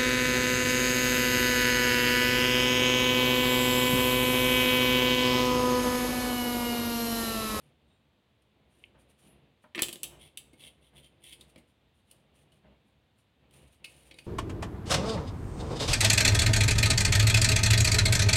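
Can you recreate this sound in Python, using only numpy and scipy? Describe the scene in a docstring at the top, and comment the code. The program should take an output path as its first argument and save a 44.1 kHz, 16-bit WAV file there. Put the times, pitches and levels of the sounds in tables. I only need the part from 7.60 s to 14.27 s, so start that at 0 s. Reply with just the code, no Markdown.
"""A hand tool clatters onto the tiled floor of a small room and is pushed, stuttering, over the glaze.
It is repair work: a circuit board is turned over above an open amplifier case, and board, wires and
soldering iron tick. Each contact is a burst of noise with ringing modes; scrapes are tiny friction slips.
Fingers slide, squeak and bump softly, and arms rustle over a quiet room tone."""
import sys
import numpy as np
from scipy import signal
from scipy.fft import rfft, irfft, next_fast_len
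from scipy.io import wavfile

SR = 44100
rng = np.random.default_rng(int(sys.argv[2]) if len(sys.argv) > 2 else 0)


def persist_wave(psi):
    """Save psi, clipped to +-1, as 16-bit WAV."""
    counts = np.round(np.clip(psi, -1, 1) * 32767).astype(np.int16)
    wavfile.write(sys.argv[1], SR, np.atleast_2d(counts).T)


N = 293970
TIME = np.arange(N) / SR

# The tool's ring, struck or scraped. Each row: pitch in Hz, relative level in dB, t60 in seconds.
TOOL_MODES = [(246.4, -1, 0.15), (320.3, -2, .25), (352, 3.5, 0.155), (634, -12, 0.13), (1207, -7.5, 0.15),
              (1778, -9, .17), (2151, -6.5, 0.18), (2248, -11, 0.18), (2270, -5.5, 0.22),
              (2480, -5, 0.1615), (2656, 6.5, 0.12), (3000, -2, 0.17), (3100, -3.5, 0.211),
              (3140, -6.5, 0.12), (3305, -0.5, .18), (3450, 5, 0.099), (3580, -9.5, 0.15),
              (3770, -4.5, 0.179), (4113, -4, 0.14), (4580, -8, 0.14), (5820, -8.5, .15),
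              (7810, 3.5, 0.068), (9200, 3.5, .06), (9550, 5, .08), (10080, 3, .13), (10595, -6, 0.1315),
              (11005, -4, 0.12), (12980, -11.5, .08), (15080, -4.5, 0.063)]


def tool_clatter():
    """The tool bounces on the tiles and rings; its handle clacks lower than its shaft."""
    # Each row: start in seconds, thud, clack and treble splash in relative dB, burst t60 in seconds,
    # clack centre in Hz, ring against the burst in dB.
    knocks = [(2.148, -41, -31.5, -56, 0.03, 2100, -29), (2.1555, -39, -40, -46, 0.032, 2450, -8.5),
              (2.1782, -34.5, -33, -55, 0.032, 2260, -11.5), (2.191, -32, -26, -46, 0.019, 2150, -19),
              (2.195, -32.5, -41, -40, 0.0097, 2200, -13), (2.2203, -27, -27, -16, 0.027, 3300, -36),
              (2.2299, -49, -25, -33, 0.025, 3383, -31), (2.235, -50, -33, -45, .02, 2700, -17),
              (2.2835, -43, -35.5, -37, 0.02, 2950, -24), (2.290, -43, -40, -38, 0.021, 2820, -15.5),
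              (2.3277, -45, -40, -34, 0.053, 2960, -39), (2.357, -46.5, -44, -44, 0.013, 3200, -22),
              (2.432, -48, -37.5, -25, 0.013, 2940, -19), (2.4388, -58, -34.5, -33.5, 0.022, 3050, -12.5),
              (2.773, -76, -37.5, -34.5, 0.034, 3000, -17)]
    # Tone of the burst. Each row: frequency in Hz, gain in dB.
    colour = [(70, -24.5), (140, 3), (320, -4), (560, -6), (1450, -13.5), (2200, 1.5), (3500, 6.5),
              (5400, -6.5), (7200, -3.5), (7750, 0.5), (10500, 2.5), (12100, -6.5), (13000, -4),
              (15500, -9)]
    return impacts(knocks, TOOL_MODES, colour, focus_db=10.5, focus_width_hz=720, rise_s=0.00062,
                   crack_db=6, crack_t60=0.014, hollow_db=5, thud_hz=1320, splash_hz=5726)


def tool_scrape():
    """The tool stutters over the glaze, and the slips keep its modes sounding."""
    # Each row: start in seconds, hold in seconds, relative level in dB.
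    pushes = [(2.61, 0.061, -57.5), (3.0, 0.042, -56.5), (3.035, 0.046, -53.5), (3.23, 0.054, -68),
              (3.365, 0.032, -57.5), (3.435, 0.03, -62.5), (3.645, .06, -53), (3.728, 0.0073, -49)]
    # Tone of the scrape. Each row: frequency in Hz, gain in dB.
    colour = [(1200, -43), (2100, -6.5), (2500, -12.5), (3150, -0.5), (3600, -5.5), (4200, -14),
              (5700, -21.5), (8200, -20), (9300, -4.5), (9900, -10), (10600, -15.5), (12500, -18.5),
              (15500, -26)]
    stutter_db = 6.5 * np.tanh(rms_one(band(rng.standard_normal(N), [40, 220], "band")))
    slips = grains(per_s=5000, spread_db=2.5) * from_db(stutter_db)
    ring = sum(from_db(db) * resonance(slips, hz, width_hz=45) for hz, db, _ in TOOL_MODES)
    scrape = coloured(slips + from_db(-0.5) * ring, colour)
    return envelope(pushes, rise_db_per_s=680, fall_db_per_s=750) * scrape


def part_ticks():
    """Board, wire ends and soldering iron tick and ring at each light contact."""
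    # Each row: start in seconds, thud, clack and treble splash in relative dB, burst t60 in seconds,
    # clack centre in Hz, ring against the burst in dB.
    ticks = [(.82, -76, -76, -74, 0.028, 2940, -21), (2.931, -56, -67.5, -64.5, 0.051, 2170, -12),
             (3.004, -78, -66, -61, 0.046, 3040, -20), (3.444, -74, -59, -70, 0.032, 3200, -15),
             (3.638, -76, -76, -52.5, 0.018, 3300, -22), (3.7238, -67, -51, -56, 0.03, 3100, -7.5),
             (3.809, -77, -50.5, -53, 0.026, 3650, -25), (3.959, -51, -52.5, -64.5, 0.019, 2160, -22),
             (3.977, -61.5, -63, -65, 0.069, 2200, -17), (4.512, -78.5, -57, -50.5, 0.015, 3000, -28),
             (4.92, -77, -68.5, -73, 0.024, 2920, -27), (5.909, -81, -68, -67.5, 0.019, 2940, -18),
             (6.243, -70, -41, -49.5, 0.043, 2820, -9), (6.51, -58.5, -47.5, -64, 0.031, 2290, -33),
             (6.541, -57, -56.5, -61, 0.015, 3900, -11.5), (6.586, -68, -44.5, -73, 0.014, 2500, -24)]
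    # Ring of the small parts. Each row: pitch in Hz, relative level in dB, t60 in seconds.
    modes = [(147, 11, 0.14), (320.7, 12.5, 0.21), (505, 10, 0.28), (2180, 15, 0.14), (2410, 13, 0.15),
             (2580, 13, 0.14), (2816, -8, 0.22), (2980, 17.5, 0.037), (4748, 4.5, 0.081), (7900, -9, 0.042),
             (8700, 2, 0.17), (9430, -5, 0.23), (11800, -18, 0.13)]
    # Tone of the burst. Each row: frequency in Hz, gain in dB.
    colour = [(60, 9), (150, 21), (480, 15), (1500, -15.5), (2200, -6), (2900, -4), (4000, -4.5),
              (6000, -14.5), (8000, -9.5), (9400, -0.5), (11000, -11), (15500, -17)]
    return impacts(ticks, modes, colour, focus_db=15, focus_width_hz=320, rise_s=0.0063,
                   crack_db=10, crack_t60=0.021, hollow_db=3.5, thud_hz=1230, splash_hz=5740)


def impacts(rows, modes, colour, focus_db, focus_width_hz, rise_s, crack_db, crack_t60,
            hollow_db, thud_hz, splash_hz):
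    """Hard contacts: short-lived modes blur into a burst, and long modes ring at chance strengths."""
    out, t = np.zeros(N), TIME[:SR // 3]
    hz, mode_db, mode_t60 = np.transpose(modes)[:, :, None]
    partials = np.sin(2 * np.pi * hz * t) * decay(t, mode_t60)
    for start, thud_db, clack_db, splash_db, t60, centre_hz, ring_db in rows:
        burst = coloured(rng.standard_normal(len(t)), colour) * decay(t, t60) * (1 - np.exp(-t / rise_s))
        # the highest modes spend themselves in a brief crack
        burst += from_db(crack_db) * band(burst, splash_hz, "high", order=1) * decay(t, crack_t60)
        strengths = from_db(mode_db + rng.normal(0, 2.7, hz.shape)) * rng.choice([-1, 1], hz.shape)
        ring = np.sum(strengths * partials, axis=0)
        # the struck spot favours one region of the spectrum
        burst += from_db(focus_db) * resonance(burst, centre_hz, focus_width_hz)
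        ring += from_db(focus_db) * resonance(ring, centre_hz, focus_width_hz)
        # weight and hardness balance bass, mids and treble; the bass rings hollow
        bands = ((thud_db, ring_db + hollow_db, thud_hz, "low"),
                 (clack_db, ring_db, [thud_hz, splash_hz], "band"),
                 (splash_db, ring_db - 3, splash_hz, "high"))
        for level_db, tail_db, edges, kind in bands:
            attack, tail = (band(x, edges, kind, order=4) for x in (burst, ring))
            attack /= np.std(attack[:SR // 200])
            tail /= np.std(tail[:SR // 25])
            add(out, start, from_db(level_db) * (attack + from_db(tail_db) * tail))
    return out


def tool_settle(start_s, hz, t60):
    """The tool's weight lands on the floor: a swing damped so fast that only a faint tick is heard."""
    out, t = np.zeros(N), TIME[:SR // 5]
    add(out, start_s, np.sin(2 * np.pi * hz * t) * decay(t, t60))
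    return out


def pin_snap(start_s, hz, t60):
    """A solder pin snaps off a fingernail: a sharp-edged pip of three modes, damped by the grip."""
    out, t = np.zeros(N), TIME[:SR // 10]
    pip = sum(sign * np.sin(2 * np.pi * hz * ratio * t) for ratio, sign in ((.82, 1), (.97, -1), (1.13, 1)))
    pip *= decay(t, t60) * (1 - decay(t, 0.00056))
    add(out, start_s, band(pip, [2000, 3400], "band") + from_db(-3) * band(pip, 5100, "high"))
    return out


def finger_slides():
    """Skin catches and lets go on board, wires and cable: fine grains under an uneven grip."""
    # Each row: start in seconds, hold in seconds, level in dB.
    slides = [(0, 0.079, -78), (1.115, .14, -76.5), (1.403, 0.0059, -69), (1.498, 0.011, -70.5),
              (1.59, 0.091, -70), (2.025, 0.016, -77), (3.8, 0.026, -70), (3.89, 0.0087, -69),
              (4.085, 0.011, -77), (4.355, 0.04, -79.5), (4.465, .14, -81), (4.505, 0.013, -68),
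              (4.755, 0.072, -73), (4.92, .05, -77.5), (5.275, .015, -81.5), (5.585, 0.015, -75),
              (5.94, 0.041, -63.5), (6.01, 0.075, -72.5), (6.125, 0.024, -69), (6.26, .17, -65.5),
              (6.46, 0.025, -63.5), (6.585, 0.008, -59.5), (6.645, .025, -67)]
    # Tone of sliding skin. Each row: frequency in Hz, gain in dB.
    colour = [(1500, -8.5), (3000, 0), (5500, -12), (8000, -9), (9400, 2), (11000, -11), (13000, -12.5),
              (15500, -19)]
    grip_db = 2 * rms_one(band(rng.standard_normal(N), [10, 60], "band", order=2))
    slips = grains(per_s=3300, spread_db=2.5) * from_db(grip_db)
    return envelope(slides, rise_db_per_s=789, fall_db_per_s=437) * coloured(slips, colour)


def finger_squeak(start_s, hold_s, level_db, low_hz, top_hz, arch_s):
    """A finger slips off the board: a thin squeak whose pitch arches with the finger's speed."""
    arch = np.exp(-((TIME - start_s - hold_s / 2) / arch_s) ** 2)
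    glide_hz = low_hz + (top_hz - low_hz) * arch
    jitter = 1 + .012 * rms_one(band(rng.standard_normal(N), 900, "low"))
    phase = 2 * np.pi * np.cumsum(glide_hz * jitter) / SR
    tone = np.sin(phase) + .35 * np.sin(1.06 * phase) + .4 * np.sin(1.295 * phase)
    return envelope([(start_s, hold_s, level_db)], rise_db_per_s=290.5, fall_db_per_s=400) * tone


def finger_drag(start_s, hold_s, level_db, width_hz):
    """A fingertip drags on the board; friction keeps a few narrow resonances whistling."""
    # Each row: pitch in Hz, relative level in dB.
    partials = [(3700, 1), (7400, -14), (8750, -6.5)]
    rub = rng.standard_normal(N)
    whistle = rms_one(sum(from_db(db) * resonance(resonance(rub, hz, width_hz), hz, width_hz)
                          for hz, db in partials))
    return envelope([(start_s, hold_s, level_db)], rise_db_per_s=550, fall_db_per_s=150) * whistle


def hand_bumps():
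    """Hand meets board with a soft, hollow bump; flesh gives way, so it swells before it dies."""
    # Each row: start in seconds, relative level in dB, swell in seconds, t60 in seconds.
    bumps = [(1.341, -64.5, 0.013, 0.22), (2.039, -52.5, 0.001, 0.091), (2.514, -59.5, 0.0065, 0.27),
             (3.329, -65.5, 0.013, 0.079), (5.04, -63.5, 0.024, 0.13)]
    # The hollow tone. Each row: frequency in Hz, gain in dB.
    colour = [(100, -4), (165, 0.5), (420, -13.5), (600, 0.5), (760, -5), (900, -1.5), (1200, -14),
              (1420, -8.5), (1650, -9.5), (2100, -15), (4000, -31.5), (8000, -52)]
    out, t = np.zeros(N), TIME[:SR // 2]
    for start, level_db, swell_s, t60 in bumps:
        shape = decay(t, t60) * (1 - np.exp(-t / swell_s))
        body = coloured(rng.standard_normal(len(t)), colour)
        add(out, start, from_db(level_db) * shape / shape.max() * body)
    return out


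def arm_rustle():
    """Arms shift and reach with a dull rustle that stirs the room's standing waves."""
    # Each row: start in seconds, hold in seconds, level in dB.
    reaches = [(.04, 0.08, -67), (.22, 0.11, -69.5), (.43, 0.27, -78.5), (.97, 0.15, -69.5),
               (1.18, 0.34, -67), (1.65, 0.11, -60.5), (1.83, 0.055, -66), (2.45, 0.12, -56),
               (2.6, 0.068, -61.5), (2.78, .17, -66), (3.03, 0.041, -60), (3.18, 0.075, -67.5),
               (3.36, 0.039, -60.5), (3.52, 0.37, -66), (3.8, 0.042, -63.5), (3.96, 0.022, -60.5),
               (4.24, .02, -72), (4.52, 0.46, -68), (5.06, 0.072, -62.5), (5.2, 0.17, -72.5),
               (5.84, 0.025, -64), (5.95, 0.094, -59.5), (6.22, .45, -63)]
    # Tone of the rustle. Each row: frequency in Hz, gain in dB.
    colour = [(30, -43), (62, 1), (90, -10), (140, 3.5), (230, -5), (350, -3), (600, -3), (1000, -10),
              (1500, -18), (2800, -10), (4500, -26.5), (8000, -67)]
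    # Each row: frequency in Hz, width in Hz, gain in dB.
    standing_waves = [(64, 16, 14.5), (139, 27, 6), (203.5, 8.6, 9.5), (268, 33, 4), (341.4, 12, 6.5),
                      (451, 8, -1), (508.5, 9.2, 0.5), (630, 8.6, -3)]
    rustle = coloured(rng.standard_normal(N), colour)
    boom = sum(from_db(db) * resonance(rustle, hz, width) for hz, width, db in standing_waves)
    return envelope(reaches, rise_db_per_s=248, fall_db_per_s=146.5) * rms_one(rustle + boom)


def room(x, early_db, early_t60, late_db):
    """Adds dense reflections off floor and case, then a faint tail that lingers in the low mids."""
    # Each row: frequency in Hz, t60 in seconds.
    tail_times = [(100, 0.31), (400, 0.79), (1500, 0.29), (4000, 0.35), (10000, 0.42), (16000, 0.13)]
    t = TIME[:SR]
    early = rng.standard_normal(len(t)) * decay(t, early_t60) * (t > .003)
    edges = np.geomspace(50, 18000, num=9)
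    late = np.zeros(len(t))
    for low, high in zip(edges, edges[1:]):
        t60 = at_hz(tail_times, np.sqrt(low * high))
        late += band(rng.standard_normal(len(t)), [low, high], "band") * decay(t, t60) * (t > .012)
    response = from_db(early_db) * early / np.linalg.norm(early)
    response += from_db(late_db) * late / np.linalg.norm(late)
    return x + signal.fftconvolve(x, response)[:N]


def room_tone(level_db):
    """The room's steady low rumble and faint hiss."""
    # Each row: frequency in Hz, gain in dB.
    colour = [(15, -63), (25, -35.5), (47, -12), (70, -5.5), (137, -9), (180, -14.5), (212, -10.5),
              (309, -16.5), (416, -20), (476, -17.5), (1370, -27.5), (3620, -25.5), (5430, -42.5),
              (8830, -44.5), (16000, -49)]
    return from_db(level_db) * coloured(rng.standard_normal(N), colour)


def grains(per_s, spread_db):
    """Tiny slips of friction, at random and of uneven size."""
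    sizes = from_db(spread_db * np.minimum(rng.exponential(1, N), 4)) * rng.choice([-1, 1], N)
    return sizes * (rng.random(N) < per_s / SR)


def envelope(strokes, rise_db_per_s, fall_db_per_s):
    """Gain over time: each movement swells up to its start, holds and dies away."""
    t = TIME[::40]
    power = 0
    for start, hold_s, level_db in strokes:
        before, after = np.maximum(start - t, 0), np.maximum(t - start - hold_s, 0)
        power += from_db(level_db - rise_db_per_s * before - fall_db_per_s * after) ** 2
    return np.interp(TIME, t, np.sqrt(power))


def coloured(x, colour):
    """Shape a steady signal with an EQ curve; rms 1."""
    size = next_fast_len(len(x))
    hz = np.arange(size // 2 + 1) * SR / size
    return rms_one(irfft(rfft(x, size) * from_db(at_hz(colour, hz)), size)[:len(x)])


def at_hz(points, hz):
    """Read a curve on a log-frequency axis."""
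    points_hz, values = np.transpose(points)
    return np.interp(np.log(np.maximum(hz, 1)), np.log(points_hz), values)


def resonance(x, hz, width_hz):
    """Two-pole resonance with gain 1 at its peak."""
    return signal.lfilter(*signal.iirpeak(hz, hz / width_hz, fs=SR), x)


def band(x, edges_hz, kind, order=3):
    """Butterworth filter."""
    return signal.sosfilt(signal.butter(order, edges_hz, kind, fs=SR, output="sos"), x)


def decay(t, t60):
    """Fall 60 dB in t60 seconds, 1 ms at the shortest."""
    return np.exp(-np.log(1000) * t / np.maximum(t60, 1e-3))


def from_db(db):
    """Decibels to gain."""
    return 10 ** (np.asarray(db) / 20)


def rms_one(x):
    """Scale to rms 1."""
    return x / np.sqrt(np.mean(x ** 2) + 1e-20)


def add(out, start_s, sound):
    """Mix a sound in at a time."""
    i = max(int(start_s * SR), 0)
    out[i:i + len(sound)] += sound[:N - i]


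def scene():
    """Tool, parts and fingers in the small room, over rustling arms and room tone; mono."""
    work = from_db(-5.5) * tool_clatter() + from_db(-2.5) * part_ticks() + from_db(-1) * tool_scrape()
    work += from_db(-38) * tool_settle(start_s=2.5, hz=171, t60=0.001)
    work += finger_slides()
    work += finger_squeak(start_s=1.685, hold_s=.035, level_db=-68,
                          low_hz=8700, top_hz=10050, arch_s=0.047)
    work += finger_drag(start_s=0.292, hold_s=0.026, level_db=-77.5, width_hz=170)
    work += from_db(-0.5) * hand_bumps()
    work = room(work, early_db=-6.5, early_t60=0.1, late_db=-12)
    snap = from_db(-36) * pin_snap(start_s=1.2387, hz=2700, t60=.008)
    snap = room(snap, early_db=-10, early_t60=0.034, late_db=-15.5)   # very close, so drier
    return (work + snap + room_tone(level_db=-69.5) + arm_rustle())[None]


def record(dry):
    """The microphone sheds the deep bass; the top is cut steeply."""
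    bass_hz, cutoff_hz = 48, 16800
    thin = band(dry, bass_hz, "high")
    return signal.sosfilt(signal.cheby2(16, 60, cutoff_hz, fs=SR, output="sos"), thin)


dry = scene()
out = record(dry)
persist_wave(out)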